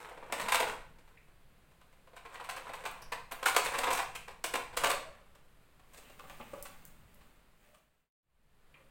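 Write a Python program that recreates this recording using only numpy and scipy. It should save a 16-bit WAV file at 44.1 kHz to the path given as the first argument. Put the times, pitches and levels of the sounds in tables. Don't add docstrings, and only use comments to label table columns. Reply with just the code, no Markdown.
import sys
import numpy as np
from scipy import signal
from scipy.fft import rfft, irfft
from scipy.io import wavfile

SR = 44100
rng = np.random.default_rng(int(sys.argv[2]) if len(sys.argv) > 2 else 0)


def waveform_to_disk(signal):
    frames = np.transpose(np.atleast_2d(signal))
    scaled = np.clip(frames, -1, 1) * 32767
    samples = np.round(scaled).astype(np.int16)
    wavfile.write(sys.argv[1], SR, samples)


N = 392490
TIME = np.arange(N) / SR


# start_s, level_db, hollow_db (low register over that level),
# brightness_db, build_s (time the buckling takes)
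SHELL_SNAPS = [(.054, -55, -4, -9, 0.0054), (.111, -54.5, 2, -20, 0.0077),
               (.174, -55.5, 5.5, -11.5, 0.0054), (.225, -52.5, 2, -20.5, 0.0075),
               (.297, -51.5, 1, -19.5, .003), (.3212, -39, -1, 3.5, 0.01), (.396, -39, -2, -3.5, 0.0035),
               (.41, -44, -12.5, 0, 0.013), (0.483, -35, -12, -1.5, 0.0056), (.519, -29, -14.5, -1, 0.0075),
               (0.5425, -30.5, -8, 0.5, 0.0096), (.598, -34, 1.5, 0, 0.0058), (0.623, -37, 2, -11, 0.0041),
               (0.67, -44.5, -5, -9, 0.013), (.984, -66.5, 2, 0, .005), (1.074, -67.5, -2, -2, .006),
               (1.809, -67.5, -5, -1, .012), (2.073, -66.5, 3, -10, 0.0065),
               (2.131, -62.5, 5.5, -13, 0.0067), (2.1577, -55, -12, -1.5, 0.019), (2.25, -52, -2, -8, .009),
               (2.336, -52.5, -20, -2.5, 0.018), (2.398, -47.5, -9, -10, 0.0088),
               (2.4394, -53, -16, 0, 0.011), (2.4895, -40, -20, -1, 0.0066),
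               (2.559, -48.5, -8, -0.5, 0.016), (2.6673, -48, -7, -17, .003), (2.69, -49.5, 3, -8, 0.0071),
               (2.7331, -45.5, -10, -3, 0.0067), (2.837, -52, 3, -4, 0.0054), (2.851, -40, -10, -3, 0.0096),
               (2.972, -58.5, -11, -8, .004), (3.022, -58, -3.5, -4, 0.0075),
               (3.1194, -38.5, -8.5, -4, .008), (3.311, -44.5, -6.5, -2, 0.013),
               (3.427, -39, -4, -4.5, 0.0042), (3.456, -31, -9.5, 3.5, 0.0094),
               (3.485, -36, -12.5, -1.5, 0.003), (3.5453, -41, -4, 0.5, .006), (3.5632, -27, -2, 2, 0.0035),
               (3.591, -52, -14, -3.5, .0035), (3.639, -41, -12, 4.5, 0.028),
               (3.7345, -38.5, -14, -6, 0.015), (3.7831, -37.5, -2.5, 5, 0.0042),
               (3.8335, -32.5, -7.5, -5.5, 0.0056), (3.869, -35, -1.5, -11, 0.011),
               (3.904, -36, -8, -0.5, 0.0066), (3.928, -43.5, 0.5, 12, 0.0051),
               (3.973, -42, -15, 5, 0.0061), (3.989, -35, -14, -7.5, 0.0076), (4.023, -47, -4, -10, 0.0044),
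               (4.1502, -48.5, -6, 6.5, 0.009), (4.276, -50, -3, -4.5, .012),
               (4.3065, -60.5, -6, -2.5, .004), (4.4396, -38.5, -4.5, 7.5, 0.0065),
               (4.535, -36.5, -0.5, 0, 0.0093), (4.553, -39.5, -12.5, -1, 0.0073),
               (4.728, -54, -5, -6.5, .008), (4.767, -37, 1, 6, 0.0071), (4.835, -29.5, -4, -1, 0.0084),
               (4.856, -36.5, -5, -0.5, 0.0061), (4.894, -36.5, -2.5, 4.5, 0.016),
               (4.9317, -47, -7, -22, .0045), (5.348, -67, 0, 2.5, 0.0094), (5.932, -64, -2, 9.5, 0.013),
               (5.969, -65.5, 6, 13.5, 0.014), (6.096, -67, 9, 5, 0.0088), (6.189, -55.5, -5, -3, 0.013),
               (6.237, -62.5, 5, -9, .005), (6.293, -55.5, -4, 0, 0.013), (6.652, -53, -7, 3, 0.0086),
               (7.207, -66, -6, -4, 0.0083), (7.741, -62.5, -10, 5, .007)]


def snaps():
    wall = shell(grains(per_s=7000, spread_db=1.0), ring_db=-7.0)
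    jolted_wall = wall * creases()
    start_s, snap_db, hollow_db, bright_db, build_s = np.transpose(SHELL_SNAPS + ticks())

    def part(low_hz, high_hz, part_db, colour_db, t60, haste):
        texture = band(jolted_wall, low_hz, high_hz, order=4)
        out = np.zeros(N)
        gains = from_db(snap_db + part_db + colour_db)
        for when, gain, build in zip(start_s, gains, build_s):
            add(out, when, gain * blow(texture, when, build / haste, t60))
        return out

    hollow = part(low_hz=249, high_hz=690, part_db=-0.03, colour_db=hollow_db, t60=0.034, haste=0.68)
    body = part(low_hz=705, high_hz=1185, part_db=-0.1, colour_db=-0.15 * bright_db, t60=0.049, haste=0.92)
    clack = part(low_hz=1234, high_hz=2206, part_db=-1.0, colour_db=0.1 * bright_db, t60=0.037, haste=1.2)
    crack = part(low_hz=2290, high_hz=4910, part_db=-3, colour_db=0.39 * bright_db, t60=0.062, haste=0.85)
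    fizz = part(low_hz=5130, high_hz=18000, part_db=-5.5, colour_db=bright_db, t60=0.091, haste=1.9)
    return hollow + body + clack + crack + fizz


TICKS_PER_S, TICK_DB, TICK_SPREAD_DB, TICK_BUILD_S = 2.9, -71.5, 3.5, 0.0076


def ticks(until_s=6.9, hollow_db=-1, bright_db=-1):
    rows = []
    for k, (when, size, colour) in enumerate(rng.random((40, 3))):
        if k + when < until_s * TICKS_PER_S:
            start_s = (k + when) / TICKS_PER_S
            level_db = TICK_DB + TICK_SPREAD_DB * (2 * size - 1)
            brightness_db = bright_db + TICK_SPREAD_DB * (2 * colour - 1)
            rows.append((start_s, level_db, hollow_db, brightness_db, TICK_BUILD_S))
    return rows


def creases(per_s=450, t60=0.011, steady=1.5, size=1000):
    pops = rng.exponential(1, N) * (rng.random(N) < per_s / SR)
    dying = from_db(-60 * TIME[:size] / t60)
    jolts = np.abs(signal.oaconvolve(pops, dying)[:N])
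    return rms_one(steady + jolts)


# pitch_hz, width_hz, level_db
RESTING_MODES = [(530.2, 56.5, 7.5), (726, 97, -3.5), (1028, 160, 5.5), (1550, 160, -5), (2280, 1100, 2)]
# pitch_hz, level_db
SHELL_COLOUR = [(200, -14.5), (255, -8.5), (385, -9), (465, -2), (640, -3), (900, 0), (1700, -1),
                (2600, -8.5), (3800, -11), (4700, -18), (5800, -17), (7200, -16), (8300, -11),
                (9600, -18.5), (12500, -21), (15500, -23)]
# time_s, pitch_ratio (1 = at rest)
WALL_STIFFNESS = [(.65, 0.96), (2.2, 1.001), (4.82, 0.992), (4.92, 1.1)]


def shell(x, ring_db):
    pitch_ratio = np.interp(TIME, *np.transpose(WALL_STIFFNESS))
    phase = 2 * np.pi * np.cumsum(pitch_ratio) / SR
    ring = sum(from_db(db) * resonance(x, hz * phase, width) for hz, width, db in RESTING_MODES)
    return rms_one(coloured(x, SHELL_COLOUR) + from_db(ring_db) * rms_one(ring))


# start_s, level_db
HARD_CLICKS = [(2.913, -51), (3.019, -55), (3.322, -40), (6.6252, -39.5), (6.8515, -48.5), (6.876, -58),
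               (7.143, -61)]


def clicks(low_hz=7500):
    texture = band(grains(per_s=2400, spread_db=-6), low_hz, 20700)
    out = np.zeros(N)
    for s, db in HARD_CLICKS:
        add(out, s, from_db(db) * blow(texture, s, build_s=0.00088, t60=0.029))
    return out


# start_s, pitch_hz, width_hz, level_db, rise_s, t60_s (time to die by 60 dB)
NARROW_SOUNDS = [(.42, 170, 50, -51.5, 0.018, 0.17), (1.171, 2280, 600, -57, .0027, .045),
                 (3.02, 5300, 800, -54.5, 0.0043, .07), (3.02, 11100, 1200, -63, .008, .07),
                 (3.458, 1507, 261, -26, 0.0044, .05), (4.152, 2640, 690, -41.5, 0.0069, 0.049),
                 (4.97, 604, 61, -53, 0.055, 0.27), (6.04, 2650, 700, -65, .014, 0.36),
                 (6.402, 2480, 1300, -51.5, 0.011, 0.055), (7.645, 600, 49.5, -65, 0.1, 0.22),
                 (8.739, 2290, 910, -57, 0.0032, .09), (8.74, 1050, 300, -69, 0.019, .3),
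                 (8.76, 542, 24.8, -70, 0.032, 0.33)]


def narrow_sounds():
    out, age = np.zeros(N), TIME[:SR // 3]
    for s, hz, width_hz, db, rise_s, t60 in NARROW_SOUNDS:
        phase = 2 * np.pi * hz * TIME[:N // 8]
        tone = resonance(rng.standard_normal(N // 8), phase, width_hz)[-len(age):]
        shape = np.minimum(age / rise_s, 1) * from_db(-60 * np.maximum(age - rise_s, 0) / t60)
        add(out, s, from_db(db) * unit_energy(tone * shape) * np.sqrt(np.sum(shape ** 2)))
    return out


# start_s, held_s, level_db
SCRATCH_STROKES = [(0, 0.0099, -45), (.05, 0.22, -57), (.37, 0.11, -45), (.68, 0.041, -43.5),
                   (.8, 0.37, -70), (2.3, .53, -53), (2.95, 0.11, -56.5), (3.41, 0.033, -50.5),
                   (3.66, 0.11, -44), (3.86, 0.096, -38.5), (4.82, 0.1, -39.5), (5.1, 0.11, -62.5)]


def scratching(gain_db=-5.0, ring_db=-4, dull_hz=2400, crackle_db=-5, firm_db=-42):
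    pressure = strokes(SCRATCH_STROKES, attack_db_per_s=220.5, release_db_per_s=278.5)
    rub = shell(grains(per_s=1000, spread_db=2.5), ring_db)
    softener = signal.butter(1, min(dull_hz, 18000), fs=SR, output="sos")
    rub = rms_one(signal.sosfilt(softener, rub))
    firmness = np.sqrt(np.minimum(pressure / from_db(firm_db), 1))
    crackle = coloured(grains(per_s=720, spread_db=1.5), SHELL_COLOUR) * firmness
    jolts = creases(per_s=190, t60=0.017, steady=0.82)
    return pressure * jolts * (from_db(gain_db) * rub + from_db(crackle_db) * crackle)


# start_s, level_db
DULL_BUMPS = [(6.399, -44), (6.533, -38)]
# pitch_hz, level_db
BUMP_COLOUR = [(70, -12), (220, 1), (380, -6), (550, 8.5), (800, -3.5), (1150, 3), (1800, -23), (2600, -19),
               (3500, -36), (8400, -28), (14000, -49)]


def bumps(gain_db=-1):
    thud, out = coloured(rng.standard_normal(N), BUMP_COLOUR), np.zeros(N)
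    for s, db in DULL_BUMPS:
        add(out, s, from_db(db + gain_db) * blow(thud, s, build_s=0.006, t60=0.043))
    return out


# start_s, held_s, level_db
CLOTHES_RUSTLES = [(5.96, 0.16, -62.5), (6.28, 0.41, -60), (6.8, 0.49, -71.5), (7.64, 0.14, -65),
                   (8.0, 0.028, -65)]
# pitch_hz, level_db
CLOTH_COLOUR = [(80, -19), (160, -5), (240, -7), (370, -17.5), (560, -10.5), (800, -13), (1400, -13.5),
                (2700, -15), (5500, -27), (8300, -21.5), (11000, -28), (15500, -21)]


def clothes(gain_db=-3):
    rubbing = strokes(CLOTHES_RUSTLES, attack_db_per_s=114, release_db_per_s=79)
    cloth = coloured(grains(per_s=3500, spread_db=2.0), CLOTH_COLOUR)
    return from_db(gain_db) * rubbing * cloth


def room(x, count=5, size=6000):
    tails, out = [room_tail() for _ in range(count)], np.zeros(N)
    for k, start in enumerate(range(0, N, size)):
        add(out, start / SR, signal.fftconvolve(x[start:start + size], tails[k % count]))
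    return out


# pitch_hz, t60_s (time to die by 60 dB)
ROOM_RINGING = [(150, 0.47), (500, 0.43), (1400, 0.44), (3700, 0.45), (9000, .38), (15000, 0.31)]


def room_tail(wet_db=-1, treble_db=-3, gap_s=0.0037, size=28000):
    age, tail = np.arange(size) / SR, np.zeros(size)
    edges = np.geomspace(90, 18000, 10)
    for low, high in zip(edges, edges[1:]):
        hz = np.sqrt(low * high)
        dying = band(rng.standard_normal(size), low, high) * from_db(-60 * age / at_hz(ROOM_RINGING, hz))
        late = dying * np.clip(age / gap_s - 1, 0, 1)
        gain = from_db(wet_db + at_hz([(1500, 0.02), (8000, treble_db)], hz))
        tail += gain * np.sqrt(2 * (high - low) / SR) * unit_energy(late)
    return tail


# pitch_hz, level_db
AIR_COLOUR = [(60, -8.5), (150, -11.5), (400, -8.5), (500, -8.5), (800, -12.5), (1200, -12), (2500, -16.5),
              (4800, -24.5), (5600, -30), (8300, -25), (11000, -27.5), (15500, -28.5)]
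# pitch_hz, level_db
RUMBLE_COLOUR = [(6, 11), (12, 7.5), (25, -2.5), (50, -7.5), (90, -15.5), (150, -11.5), (240, -22),
                 (400, -41)]
# start_s, held_s, level_db
BODY_SHIFTS = [(.42, 0.41, -55.5), (2.65, 0.45, -59.5), (3.65, 0.53, -56.5), (4.85, 0.034, -52),
               (6.15, 1, -59), (8.25, 0.13, -64.5)]
AIR_DB, RUMBLE_REST_DB = -70.5, -63.5


def background():
    air = from_db(AIR_DB) * coloured(rng.standard_normal(N), AIR_COLOUR)
    movement = strokes(BODY_SHIFTS, attack_db_per_s=28.5, release_db_per_s=40)
    stir = np.hypot(from_db(RUMBLE_REST_DB), movement)
    rumble = stir * coloured(rng.standard_normal(N), RUMBLE_COLOUR, size=32768)
    return air + signal.sosfilt(signal.butter(2, 350, fs=SR, output="sos"), rumble)


def from_db(db):
    return 10 ** (np.asarray(db) / 20)


def rms_one(x):
    return x / np.sqrt(np.mean(x ** 2) + 1e-20)


def unit_energy(x):
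    return x / np.sqrt(np.sum(x ** 2) + 1e-20)


def at_hz(points, hz):
    known_hz, values = np.transpose(points)
    return np.interp(np.log(np.maximum(hz, 1)), np.log(known_hz), values)


def band(x, low_hz, high_hz, order=2):
    edges = [low_hz, min(high_hz, SR / 2 - 1000)]
    return signal.sosfilt(signal.butter(order, edges, "band", fs=SR, output="sos"), x)


def coloured(x, spectrum, size=8192):
    hz = np.fft.rfftfreq(size, 1 / SR)
    low_cut = 1 + (spectrum[0][0] / (hz + 1)) ** 2
    gain = from_db(at_hz(spectrum, hz)) / low_cut
    cepstrum = irfft(np.log(gain))
    cepstrum[1:size // 2] *= 2
    cepstrum[size // 2 + 1:] = 0
    response = unit_energy(irfft(np.exp(rfft(cepstrum))))
    return signal.oaconvolve(x, response)[:len(x)]


def grains(per_s, spread_db):
    sizes = from_db(spread_db * np.minimum(rng.exponential(1, N), 4)) * rng.choice([-1, 1], N)
    return rms_one(sizes * (rng.random(N) < per_s / SR))


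def resonance(x, phase, width_hz):
    turn = np.exp(1j * phase)
    sides = signal.butter(2, width_hz / 2, fs=SR, output="sos")
    return rms_one((signal.sosfilt(sides, x / turn) * turn).real)


def blow(texture, s, build_s, t60, swell=0.59, size=5000):
    age = np.arange(size) / SR
    build_s = max(build_s, .0003)
    shape = np.minimum(age / build_s, 1) ** swell * from_db(-60 * np.maximum(age - build_s, 0) / t60)
    start = min(max(round(s * SR), 0), N - size)
    return unit_energy(texture[start:start + size] * shape) * np.sqrt(np.sum(shape ** 2))


def strokes(rows, attack_db_per_s, release_db_per_s, size=40):
    t = TIME[::size]
    gain = np.zeros(len(t))
    for s, held_s, db in rows:
        before_db = attack_db_per_s * np.clip(s - t, 0, 2)
        after_db = release_db_per_s * np.clip(t - s - held_s, 0, 2)
        gain += from_db(db - before_db - after_db)
    return np.interp(TIME, t, gain)


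def add(track, s, sound):
    start = max(round(s * SR), 0)
    track[start:start + len(sound)] += sound[:N - start]


def scene():
    near = snaps() + clicks() + narrow_sounds() + scratching() + bumps() + clothes()
    return (near + room(near) + background())[None]


FADE_CLOSED_S, FADE_OUT_S, FADE_OPENS_S, FADE_IN_S, FADER_DB = 8.108, 0.75, 8.22, 0.59, 2


def fader():
    closing = (FADE_CLOSED_S - TIME) / FADE_OUT_S
    opening = (TIME - FADE_OPENS_S) / FADE_IN_S
    return from_db(FADER_DB) * np.clip(np.maximum(closing, opening), .004, 1)


CUTOFF_HZ = 16200


def record(dry):
    top_cut = signal.ellip(10, .2, 70, CUTOFF_HZ, fs=SR, output="sos")
    return signal.sosfilt(top_cut, dry * fader())


dry = scene()
out = record(dry)
waveform_to_disk(out)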